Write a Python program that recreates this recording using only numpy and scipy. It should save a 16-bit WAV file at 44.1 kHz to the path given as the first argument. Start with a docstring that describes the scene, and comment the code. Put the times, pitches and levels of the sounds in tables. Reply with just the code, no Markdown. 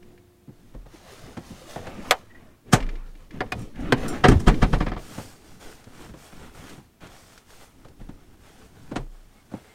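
"""Upholstery rustles and squeaks, then a steel catch snaps: a camper van seat is being folded into a bed.
The cushion swings over and lands on the floor. The backrest is unlatched, drops flat and bounces to rest
while the linkage rattles, a belt buckle jingles and the van body booms. Then a duvet is dragged over
the bed, with soft bumps and a few knocks on the furniture. Blows are ringing modes plus the padded
cabin's short reflections; cloth is friction noise that swells with each stroke."""
import sys
import numpy as np
from scipy import signal
from scipy.fft import rfft, irfft, next_fast_len
from scipy.io import wavfile
from scipy.ndimage import uniform_filter1d, map_coordinates

SR = 44100
rng = np.random.default_rng(int(sys.argv[2]) if len(sys.argv) > 2 else 0)


def to_wav(s):
    """Save 16-bit WAV."""
    ch = np.atleast_2d(s).T  # columns
    pcm = np.round(np.clip(ch, -1, 1) * 32767)  # PCM
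    wavfile.write(sys.argv[1], SR, pcm.astype(np.int16))


N = 429534
GRAZE_SAMPLES = SR // 40  # lead-in before a blow

# The backrest bounces ever faster. Each entry: start in seconds.
BOUNCE_TIMES = [4.471, 4.62, 4.729, 4.803, 4.863, 4.916, 4.963]


def catches():
    """Steel catches snap with a bright clang."""
    # Each row: start in seconds, contact time in seconds, clang in Hz, then level, hardness, thud in dB.
    snaps = [(2.1085, 0.00086, 1230, -18.5, 10, -21), (3.405, 0.0011, 1700, -26.5, -11.5, -0.5),
             (3.519, 0.0031, 2470, -30.5, 2.5, -4.5), (3.922, 0.0013, 1560, -19.5, -1.5, 5)]
    # Resonances of the steel. Each row: pitch in Hz, width in Hz, level in dB.
    modes = [(254.3, 25, -14), (393, 50, -11), (520, 130, -3.5), (744, 26, 2.5), (1250, 69, -18),
             (1790, 58, -6), (2150, 99, -3), (2200, 97, -3.5), (2910, 96, -13), (3065, 20, -13),
             (3330, 98, 0), (5100, 90, -5), (6210, 86, -7), (6460, 100, -2.5), (8900, 83, -18.5)]
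    # Registers from thud to sizzle. Each row: level in dB, share of the hardness.
    colour = [(-1.5, 0), (-0.5, 0.0057), (0, 0.17), (-7, .6), (-18.5, 1), (-28.5, 1.2)]
    return amp(-0.5) * blows(snaps, modes, colour, damping=1.63, tail_db=-37, clang_db=9.5,
                             graze_db=-23.5, bright=2.7, ring_db=3)


def landings():
    """Cushion and backrest land, ringing frame and floor; each bounce is shorter, weaker and duller."""
    # Each row: start in seconds, contact time in seconds, clang in Hz, then level, hardness, thud in dB.
    drops = [(2.728, .007, 245, -21, 10, 2.5), (4.239, .004, 1633, -16, -8, -10.5),
             (4.251, 0.0035, 1833, -22, -7.5, -2.5), (4.283, .002, 1160, -26.5, 7.5, 10),
             (4.311, 0.01, 1145, -32, 2.5, -6.5), (4.397, .006, 1650, -49, 14, 7)]
    # Resonances of frame and floor. Each row: pitch in Hz, width in Hz, level in dB.
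    frame_modes = [(324.4, 25, -13), (390, 230, -8.5), (520, 65, -6.5), (734, 20, -0.5), (1180, 70, -5),
                   (1300, 46, -2.5), (1702, 95, 0.5), (1950, 210, -11.5), (3165, 55, -3), (5000, 96, -5.5),
                   (5600, 49, -7.5), (6460, 68, -1.5), (7600, 130, 2.5), (8600, 43, 1)]
    floor_modes = [(103, 19.6, -8), (150, 47, 2), (229, 69, -1.5), (346, 30, -12)]
    # Registers from thud to sizzle. Each row: level in dB, share of the hardness.
    colour = [(4, 0.059), (.5, 0), (-0.5, 0.11), (-9, 0.3), (-17.5, 1.2), (-33, 1.4)]
    first_db, loss_db = np.array([-23, 1.5, 5]), np.array([3, 3, 1.1])  # level, hardness, thud
    bounces = []
    for k, start in enumerate(BOUNCE_TIMES):
        contact_s = 0.011 * 0.79 ** k
        clang_hz = 1240 * np.exp(0.108 * rng.standard_normal())
        bounces.append((start, contact_s, clang_hz, *(first_db - k * loss_db)))
    return amp(1) * blows(drops + bounces, frame_modes + floor_modes, colour, damping=0.99, tail_db=-14,
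                          clang_db=-0.5, graze_db=-9, bright=0.24, ring_db=0)


def body_booms():
    """The van body flexes under heavy blows and under each bounce, pumping the air of the cabin."""
    # Each row: start in seconds, relative level in dB, pitch in Hz, t60 in seconds.
    booms = [(.75, -36, 39.8, 0.46), (2.74, -26, 35, 0.3), (2.817, -24.5, 27.5, 1), (3.78, -33, 37.2, .77),
             (4.285, -6.5, 35.5, 0.15), (4.355, -5, 84, 0.087), (4.476, -9.5, 89, 0.079),
             (6.1, -39, 59, 0.18), (8.0, -38.5, 29.7, .7), (8.974, -33, 29, 0.84),
             (8.994, -31.5, 130.7, 0.16)]
    bounces = [(start, -4 - 4 * k, 37, 0.14) for k, start in enumerate(BOUNCE_TIMES)]
    track, t = np.zeros(N), np.arange(SR) / SR
    onset = 1 - np.exp(-t / 0.008)
    for start, db, hz, t60 in booms + bounces:
        add(track, start, -amp(db - 60 * t / t60) * onset * np.sin(2 * np.pi * hz * t))
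    return amp(5.5) * track


def linkage():
    """The loose linkage ticks as the seat moves and chatters twice after every bounce."""
    # Each row: start in seconds, relative level in dB.
    ticks = [(.0266, -39), (.1766, -38.5), (2.803, -19.5), (2.8256, -23), (2.8644, -30), (2.8893, -23),
             (2.954, -32.5), (3.0625, -45), (3.1517, -40), (3.3074, -32), (3.3443, -49), (3.4625, -37),
             (3.757, -31.5), (4.541, -19.5)]
    # Resonances of the links. Each row: pitch in Hz, width in Hz, level in dB.
    modes = [(1742, 130, -5.5), (2085, 71, -10), (2350, 41, -9.5), (2820, 100, -14), (3220, 150, -14.5),
             (5140, 150, -27.5)]
    spacing_s = 0.012
    jitter = rng.uniform(-0.41, 0.59, (len(BOUNCE_TIMES), 2))
    chatter = [(start + spacing_s * (n + 1 + jitter[k, n]), -16 - 2.5 * k - 4 * n)
               for k, start in enumerate(BOUNCE_TIMES) for n in range(2)]
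    return amp(-8) * clicks(ticks + chatter, modes, noise_t60=0.059, noise_db=-4.5,
                            noise_hz=(905, 3950), attack_s=0.0016)


def buckle():
    """The shaken belt buckle jingles in high, narrow modes."""
    # Each row: start in seconds, relative level in dB.
    jingles = [(3.589, -39.5), (3.6144, -40.5), (3.803, -44.5), (4.080, -19.5), (4.0994, -45)]
    # Resonances of the buckle. Each row: pitch in Hz, width in Hz, level in dB.
    modes = [(5500, 15, -3), (5750, 10, -5), (7350, 11, -1.5), (8231, 24, -5.5), (9055, 16, -8.5),
             (9250, 16, -1.5), (11200, 40, -18)]
    return amp(-5) * clicks(jingles, modes, noise_t60=0.07, noise_db=-2,
                            noise_hz=(3500, 12000), attack_s=0.0024)


def upholstery():
    """The seat cover rubs and swishes as it is pushed and slid."""
    # Each row: start, rise, hold in seconds, rub level in dB, then swish and padding offsets in dB.
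    pushes = [(-.05, 0.023, 0.11, -65, -5, 16), (.5, 0.033, 0.29, -65, -3, 16),
              (.86, .08, 0.15, -53, -3.5, 1), (1.03, 0.086, 0.08, -48, -2.5, -2),
              (1.18, 0.066, .08, -49, -5.5, 6.5), (1.35, 0.115, .24, -51, -0.5, 5),
              (1.67, 0.024, 0.028, -45.5, 0, 0), (1.74, 0.046, 0.3, -45, -10.5, 7),
              (1.98, 0.1, 0.014, -48.5, -1, 4), (2.2, 0.14, 0.13, -56, -12, 8),
              (2.64, 0.055, .25, -51, -12, 13), (3.02, .05, 0.16, -61, -3.5, 8.5),
              (3.29, 0.052, 0.12, -51.5, -10.5, 14.5), (3.52, 0.048, 0.076, -51, -5, 19.5),
              (3.73, 0.066, .14, -41, -16.5, 13), (3.95, 0.036, 0.18, -36, -12.5, 7.5),
              (4.2, 0.077, 0.53, -48.5, -2.5, 22.5)]
    # Spectra of the folds and the weave. Each row: frequency in Hz, level in dB.
    rub = [(210, -35), (350, -3.5), (392, -11.5), (498, -2), (760, -4.5), (932, -8), (1150, -7),
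           (1750, -12.5), (2300, -13), (3400, -21.5), (4420, -29.5), (7480, -120)]
    swish = [(1800, -28), (2900, 0), (3700, -0.5), (5000, -2.5), (6400, -3), (7800, -6.5), (9200, -6),
             (11000, -13), (14000, -13.5), (16000, -18)]
    return fabric(pushes, rub, swish, grain_db=-6.5, patchy_db=2.5)


def duvet():
    """The duvet is pulled and patted over the bed; folds of its cover snap over."""
    # Each row: start, rise, hold in seconds, rub level in dB, then swish and padding offsets in dB.
    pulls = [(4.96, 0.05, 0.27, -51.5, 2, 9.5), (5.01, 0.18, 0.02, -44.5, -0.5, -12),
             (5.36, 0.1, 0.09, -56, 0, 10), (5.59, 0.023, 0.11, -49, -1, 4.5),
             (5.8, 0.19, 0.084, -51, -2.5, 7.5), (6.14, 0.084, 0.027, -49.5, 0, -6),
             (6.31, 0.013, .15, -50, -5.5, 5.5), (6.52, 0.037, .17, -49.5, -2.5, 6),
             (7.0, 0.031, 0.018, -46.5, -9, 5), (7.08, 0.04, 0.218, -54.5, 0.5, -1),
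             (7.44, 0.086, 0.099, -53.5, 0.5, 3), (7.72, 0.068, 0.57, -63.5, -3, 16.5),
             (8.36, 0.11, 0.19, -54, -3.5, 4.5), (8.7, 0.071, 0.23, -58.5, -2, 12.5),
             (9.08, .05, 0.4, -63.5, -1.5, 3), (9.49, 0.066, 0.16, -55.5, -4.5, 0.5)]
    # Spectra of the folds and the weave. Each row: frequency in Hz, level in dB.
    rub = [(210, -25), (350, -4.5), (760, -2.5), (941, -7), (1420, -8.5), (2100, -10), (2950, -14.5),
           (3400, -14), (4420, -21.5), (7480, -120)]
    swish = [(1800, -5), (3000, -1.5), (5500, 0.5), (9000, -1), (10800, -8), (14000, -8.5), (16000, -16.5)]
    # Snapping folds. Each row: start in seconds, relative level in dB.
    creases = [(5.8411, -34.5), (6.0914, -49), (6.6702, -32), (6.6942, -28.5), (7.007, -41.5),
               (7.0694, -34), (7.3772, -31), (7.5043, -35), (7.8837, -39.5)]
    # Resonances of a fold. Each row: pitch in Hz, width in Hz, level in dB.
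    modes = [(1540, 420, 5), (2800, 900, -7), (7000, 2500, -9)]
    sliding = fabric(pulls, rub, swish, grain_db=-4.5, patchy_db=1.5)
    snaps = clicks(creases, modes, noise_t60=0.048, noise_db=-2, noise_hz=(690, 6840), attack_s=0.00059)
    return sliding + amp(-6.5) * snaps


def furniture():
    """Hands and knees bump the cushions and knock on the furniture panels."""
    # Each row: start in seconds, contact time in seconds, pitch in Hz, then level, hardness, thud in dB.
    bumps = [(.478, 0.014, 135, -61, -2, 20.5), (0.742, 0.0064, 105, -49, -7, 6.5),
             (.858, 0.0076, 111, -53, -2, 3), (1.369, 0.0053, 234, -42, 2, 8),
             (1.5, 0.024, 210, -62.5, -2, 23.5), (1.759, 0.0011, 700, -35, -6, -3.5),
             (1.868, 0.00091, 1590, -41, 1.5, -6.5), (5.179, 0.0044, 220, -40.5, 1.5, 7.5),
             (5.868, .0025, 129, -57, -2, 10.5), (6.09, 0.0047, 110, -56, 7, 12.5),
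             (6.138, 0.0017, 323, -49.5, -1, 3.5), (6.775, 0.0072, 109, -61.5, 3, 16.5),
             (7.848, 0.0022, 110, -51.5, 1.5, 1), (8.001, 0.014, 112, -54, 1.5, 11),
             (8.089, 0.0033, 111.5, -52.5, 2.5, 13.5), (8.914, 0.0069, 292, -39, -4.5, 6),
             (8.959, 0.0059, 283, -33.5, 5.5, 3.5), (9.515, .002, 236, -49, -5.5, 2),
             (9.537, .001, 295, -42, -9, 10)]
    # Resonances of the panels. Each row: pitch in Hz, width in Hz, level in dB.
    modes = [(138.6, 87, 0), (215.3, 33, -2), (287, 47, -1.5), (527, 18, 1), (710, 100, 0.5),
             (1320, 390, -7), (1850, 82, -46), (3200, 520, 5)]
    # Registers from thud to sizzle. Each row: level in dB, share of the hardness.
    colour = [(-1.5, 0), (-0.5, 0), (-6.5, 0.82), (-14, 0.97), (-20.5, 1), (-43, .7)]
    return amp(1.5) * blows(bumps, modes, colour, damping=1.3, tail_db=-19, clang_db=10,
                            graze_db=-7, bright=0.9, ring_db=0)


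def squeaks():
    """Hinges and cushions stick and slip under load: short, wavering tones with some scrape."""
    # Each row: start in seconds, length in seconds, pitch in Hz, level in dB.
    slips = [(0.935, 0.023, 321, -40), (1.104, 0.051, 402, -45.5), (1.605, 0.041, 518, -43),
             (2.291, 0.045, 1910, -50), (2.342, 0.03, 1910, -46), (2.37, 0.022, 1970, -54),
             (9.349, .09, 2180, -64), (9.651, .12, 2110, -60)]
    track = np.zeros(N)
    for start, length, hz, db in slips:
        swell = np.hanning(int(length * SR))
        waver, scrape = rng.standard_normal((2, SR // 4))
        pitch = hz * (1 + 0.034 * unit(band(waver, 14.7, 285, order=1))[-len(swell):])
        tone = np.sin(2 * np.pi * np.cumsum(pitch) / SR)
        scrape = unit(band(scrape, hz / 2, 1.4 * hz, order=2))[-len(swell):]
        add(track, start, amp(db) * swell * (tone + amp(-12) * scrape))
    return track


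def frame_hum():
    """A faint ring in the seat frame fades until a hand damps it."""
    # Each row: pitch in Hz, relative level in dB.
    partials = [(355.3, -61.5), (484.5, -75), (694.4, -75)]
    free_t60, hand_at_s, hand_t60 = 5, 0.58, 0.25
    t = np.arange(N) / SR
    tones = sum(amp(db) * np.sqrt(2) * np.sin(2 * np.pi * hz * t) for hz, db in partials)
    decay_db = 60 * t / free_t60 + 60 * np.maximum(t - hand_at_s, 0) / hand_t60
    return tones * amp(4 + wobble(6.4) - decay_db)


def cabin_air():
    """The still cabin: a faint, low, steady noise."""
    # Each row: frequency in Hz, relative level in dB.
    spectrum = [(12, -39.5), (20, -8), (101, -1.5), (158, -11), (187, -6), (357, -11.5), (422, -18),
                (5230, -32.5), (16000, -34)]
    return amp(-58.5) * coloured(rng.standard_normal(N), spectrum)


def blows(rows, modes, colour, **voicing):
    """All blows on one object: a hard one is brighter, a heavy one has more thud."""
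    track = np.zeros(N)
    colour_db, hardness_share = np.transpose(colour)
    for start, contact_s, clang_hz, db, hardness_db, thud_db in rows:
        levels = db + colour_db + hardness_db * hardness_share
        levels[0] += thud_db
        add(track, start - GRAZE_SAMPLES / SR, blow(contact_s, clang_hz, levels, modes, **voicing))
    return track


def blow(contact_s, clang_hz, levels, modes, damping, tail_db, clang_db, graze_db, bright, ring_db):
    """One blow: the parts graze, grind together for the contact time and ring; the cabin answers."""
    # Thud to sizzle. Each row: low and high edge in Hz, t60 in seconds before damping, share of ringing.
    registers = [(98, 393, 0.19, .55), (398, 952, .16, .39), (950, 2220, 0.11, .42), (2250, 4780, .1, 0.35),
                 (5230, 9360, .073, .2), (10500, 14000, .07, .03)]
    t = np.arange(-GRAZE_SAMPLES, SR // 4) / SR
    since_hit, since_release = np.maximum(t, 0), np.maximum(t - contact_s, 0)
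    press = np.minimum(since_hit / contact_s, 1)
    graze = amp(graze_db) * np.exp(np.minimum(t, 0) / (0.44 * contact_s))
    clang = (clang_hz, 45, clang_db)  # each point of contact has a mode of its own
    modal = press * ring([*modes, clang], since_hit)
    head = slice(GRAZE_SAMPLES, GRAZE_SAMPLES + int(0.03 * SR))  # the first 30 ms set the level
    sound = np.zeros(len(t))
    for db, (low_hz, high_hz, t60, share) in zip(levels, registers):
        early = burst(since_release, t60 / damping)
        tail = amp(tail_db) * burst(since_release, 2 * t60)
        diffuse = np.maximum(graze, press) * (early + tail)
        diffuse = band(diffuse, 7.1, bright * low_hz, order=1)  # padding dulls the reflections
        ringing = amp(ring_db) * np.sqrt(share) * unit(band(modal, low_hz, high_hz))
        part = ringing + np.sqrt(1 - share) * unit(band(diffuse, low_hz, high_hz))
        sound += amp(db) * part / np.sqrt(np.mean(part[head] ** 2))
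    return sound


def clicks(rows, modes, noise_t60, noise_db, noise_hz, attack_s):
    """Small, light contacts: a short scratch and a ring."""
    track, t = np.zeros(N), np.arange(SR // 2) / SR
    for start, db in rows:
        ringing = unit(ring(modes, t))
        scratch = amp(noise_db) * unit(band(burst(t, noise_t60), *noise_hz, order=2))
        sound = (ringing + scratch) * (1 - np.exp(-t / attack_s))
        add(track, start, amp(db) * sound / np.abs(sound).max())
    return track


def ring(modes, t):
    """Damped modes, struck with new strengths every time; wide ones die fast."""
    hz, width, db = np.transpose(modes)[:, :, None]
    strength = amp(db + rng.normal(0, 0.67, db.shape)) * np.sqrt(width)
    phase = 2 * np.pi * (hz * t + rng.random(hz.shape))
    return np.sum(strength * np.exp(-np.pi * width * t) * np.sin(phase), 0)


def fabric(rows, rub_colour, swish_colour, grain_db, patchy_db):
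    """Cloth slides unevenly: folds rub, the weave swishes, padding shifts, the van rocks on its springs."""
    # Spectra of the padding and the rocking van. Each row: frequency in Hz, level in dB.
    shuffle_colour = [(35, -22), (60, -3.5), (100, -3), (160, -4.5), (300, -5.5), (380, -12), (450, -11),
                      (600, -31.5), (1000, -100)]
    sway_colour = [(8, 10), (20, 3.5), (38, -0.5), (65, -6), (110, -29), (300, -100)]
    rubbing, swishing, weight = strokes(rows)
    speed = wobble(22)
    padding = coloured(patchy(rng.standard_normal(N), depth_db=3.5), shuffle_colour)
    shuffle = weight * amp(-5.5 + 0.5 * speed + 0.84 * wobble(30)) * padding
    folds = coloured(patchy(fibres(slips_per_s=400, grain_db=grain_db), patchy_db), rub_colour)
    rub = rubbing * amp(-1.5 + 1.9 * speed) * folds
    weave = coloured(patchy(fibres(slips_per_s=680, grain_db=-6), depth_db=1.6), swish_colour)
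    swish = swishing * amp(-3 + 0.78 * speed) * weave
    sway = weight * amp(-4.5) * coloured(rng.standard_normal(N), sway_colour)
    return shuffle + rub + swish + sway


def strokes(rows, settle_t60=0.56):
    """Gains of rub, swish and weight on the padding: each stroke gathers speed, holds and settles."""
    power, t = np.zeros((3, N)), np.arange(2 * SR) / SR
    for start, rise, hold, db, swish_db, weight_db in rows:
        shape = np.minimum(t / rise, 1) * amp(-60 * np.maximum(t - rise - hold, 0) / settle_t60)
        for track, offset_db in zip(power, (0, swish_db, weight_db)):
            add(track, start, (amp(db + offset_db) * shape) ** 2)
    return np.sqrt(power)


def fibres(slips_per_s, grain_db):
    """Cloth friction: a hiss of countless fibres plus single threads that catch and slip."""
    slips = (rng.random(N) < slips_per_s / SR) * rng.standard_normal(N)
    hiss = rng.standard_normal(N)
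    grain = burst(np.arange(SR // 50) / SR, t60=0.016)
    return hiss + amp(grain_db) * unit(signal.fftconvolve(slips, grain)[:N])


def patchy(x, depth_db):
    """Folds shift the colour of a rubbing sound from moment to moment."""
    spectra = signal.stft(x, nperseg=1024)[2]
    patches = uniform_filter1d(rng.standard_normal(spectra.shape), size=4, axis=0)  # across frequency
    patches = uniform_filter1d(patches, size=7, axis=1)  # across time
    return signal.istft(spectra * amp(depth_db * unit(patches)), nperseg=1024)[1][:N]


def burst(t, t60):
    """Noise dying away."""
    return rng.standard_normal(len(t)) * amp(-60 * t / t60)


def wobble(rate):
    """A smooth random curve, rate knots a second."""
    return map_coordinates(rng.standard_normal(int(N * rate / SR) + 4), [np.arange(N) * rate / SR])


def coloured(x, points):
    """x through a spectrum of (Hz, dB) points, at rms 1."""
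    size = next_fast_len(N + 8192)
    hz, db = np.transpose(points)
    gain = amp(np.interp(np.log(np.fft.rfftfreq(size, 1 / SR) + 1), np.log(hz), db))
    return unit(irfft(rfft(x, size) * gain, size)[:N])


def band(x, low_hz, high_hz, order=3):
    """Causal band-pass."""
    edges = [low_hz, min(high_hz, SR / 2 - 100)]
    return signal.sosfilt(signal.butter(order, edges, 'band', fs=SR, output='sos'), x)


def add(track, start, sound):
    """Mix a sound into the track, start in seconds."""
    part = track[max(round(start * SR), 0):][:len(sound)]
    part += sound[:len(part)]


def amp(db):
    """Decibels to gain."""
    return 10 ** (np.asarray(db) / 20)


def unit(x):
    """Scale to rms 1."""
    return x / np.sqrt(np.mean(x ** 2) + 1e-20)


def scene():
    """Everything heard from one spot in the cabin; the hands go from the seat to the duvet."""
    cloth = upholstery() + duvet()
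    cabin = furniture() + cabin_air()
    seat = catches() + landings() + linkage() + buckle() + frame_hum() + squeaks()
    return (seat + body_booms() + cloth + cabin)[None]


def record(dry):
    """The loudest peaks are rounded off at full scale and the highest treble is cut."""
    top_hz = 15900
    rounded = dry / (1 + np.abs(dry) ** 6) ** (1 / 6)
    size = next_fast_len(N + 8192)
    passband = np.fft.rfftfreq(size, 1 / SR) < top_hz
    return irfft(rfft(rounded, size) * passband, size)[:, :N]


dry = scene()
out = record(dry)
to_wav(out)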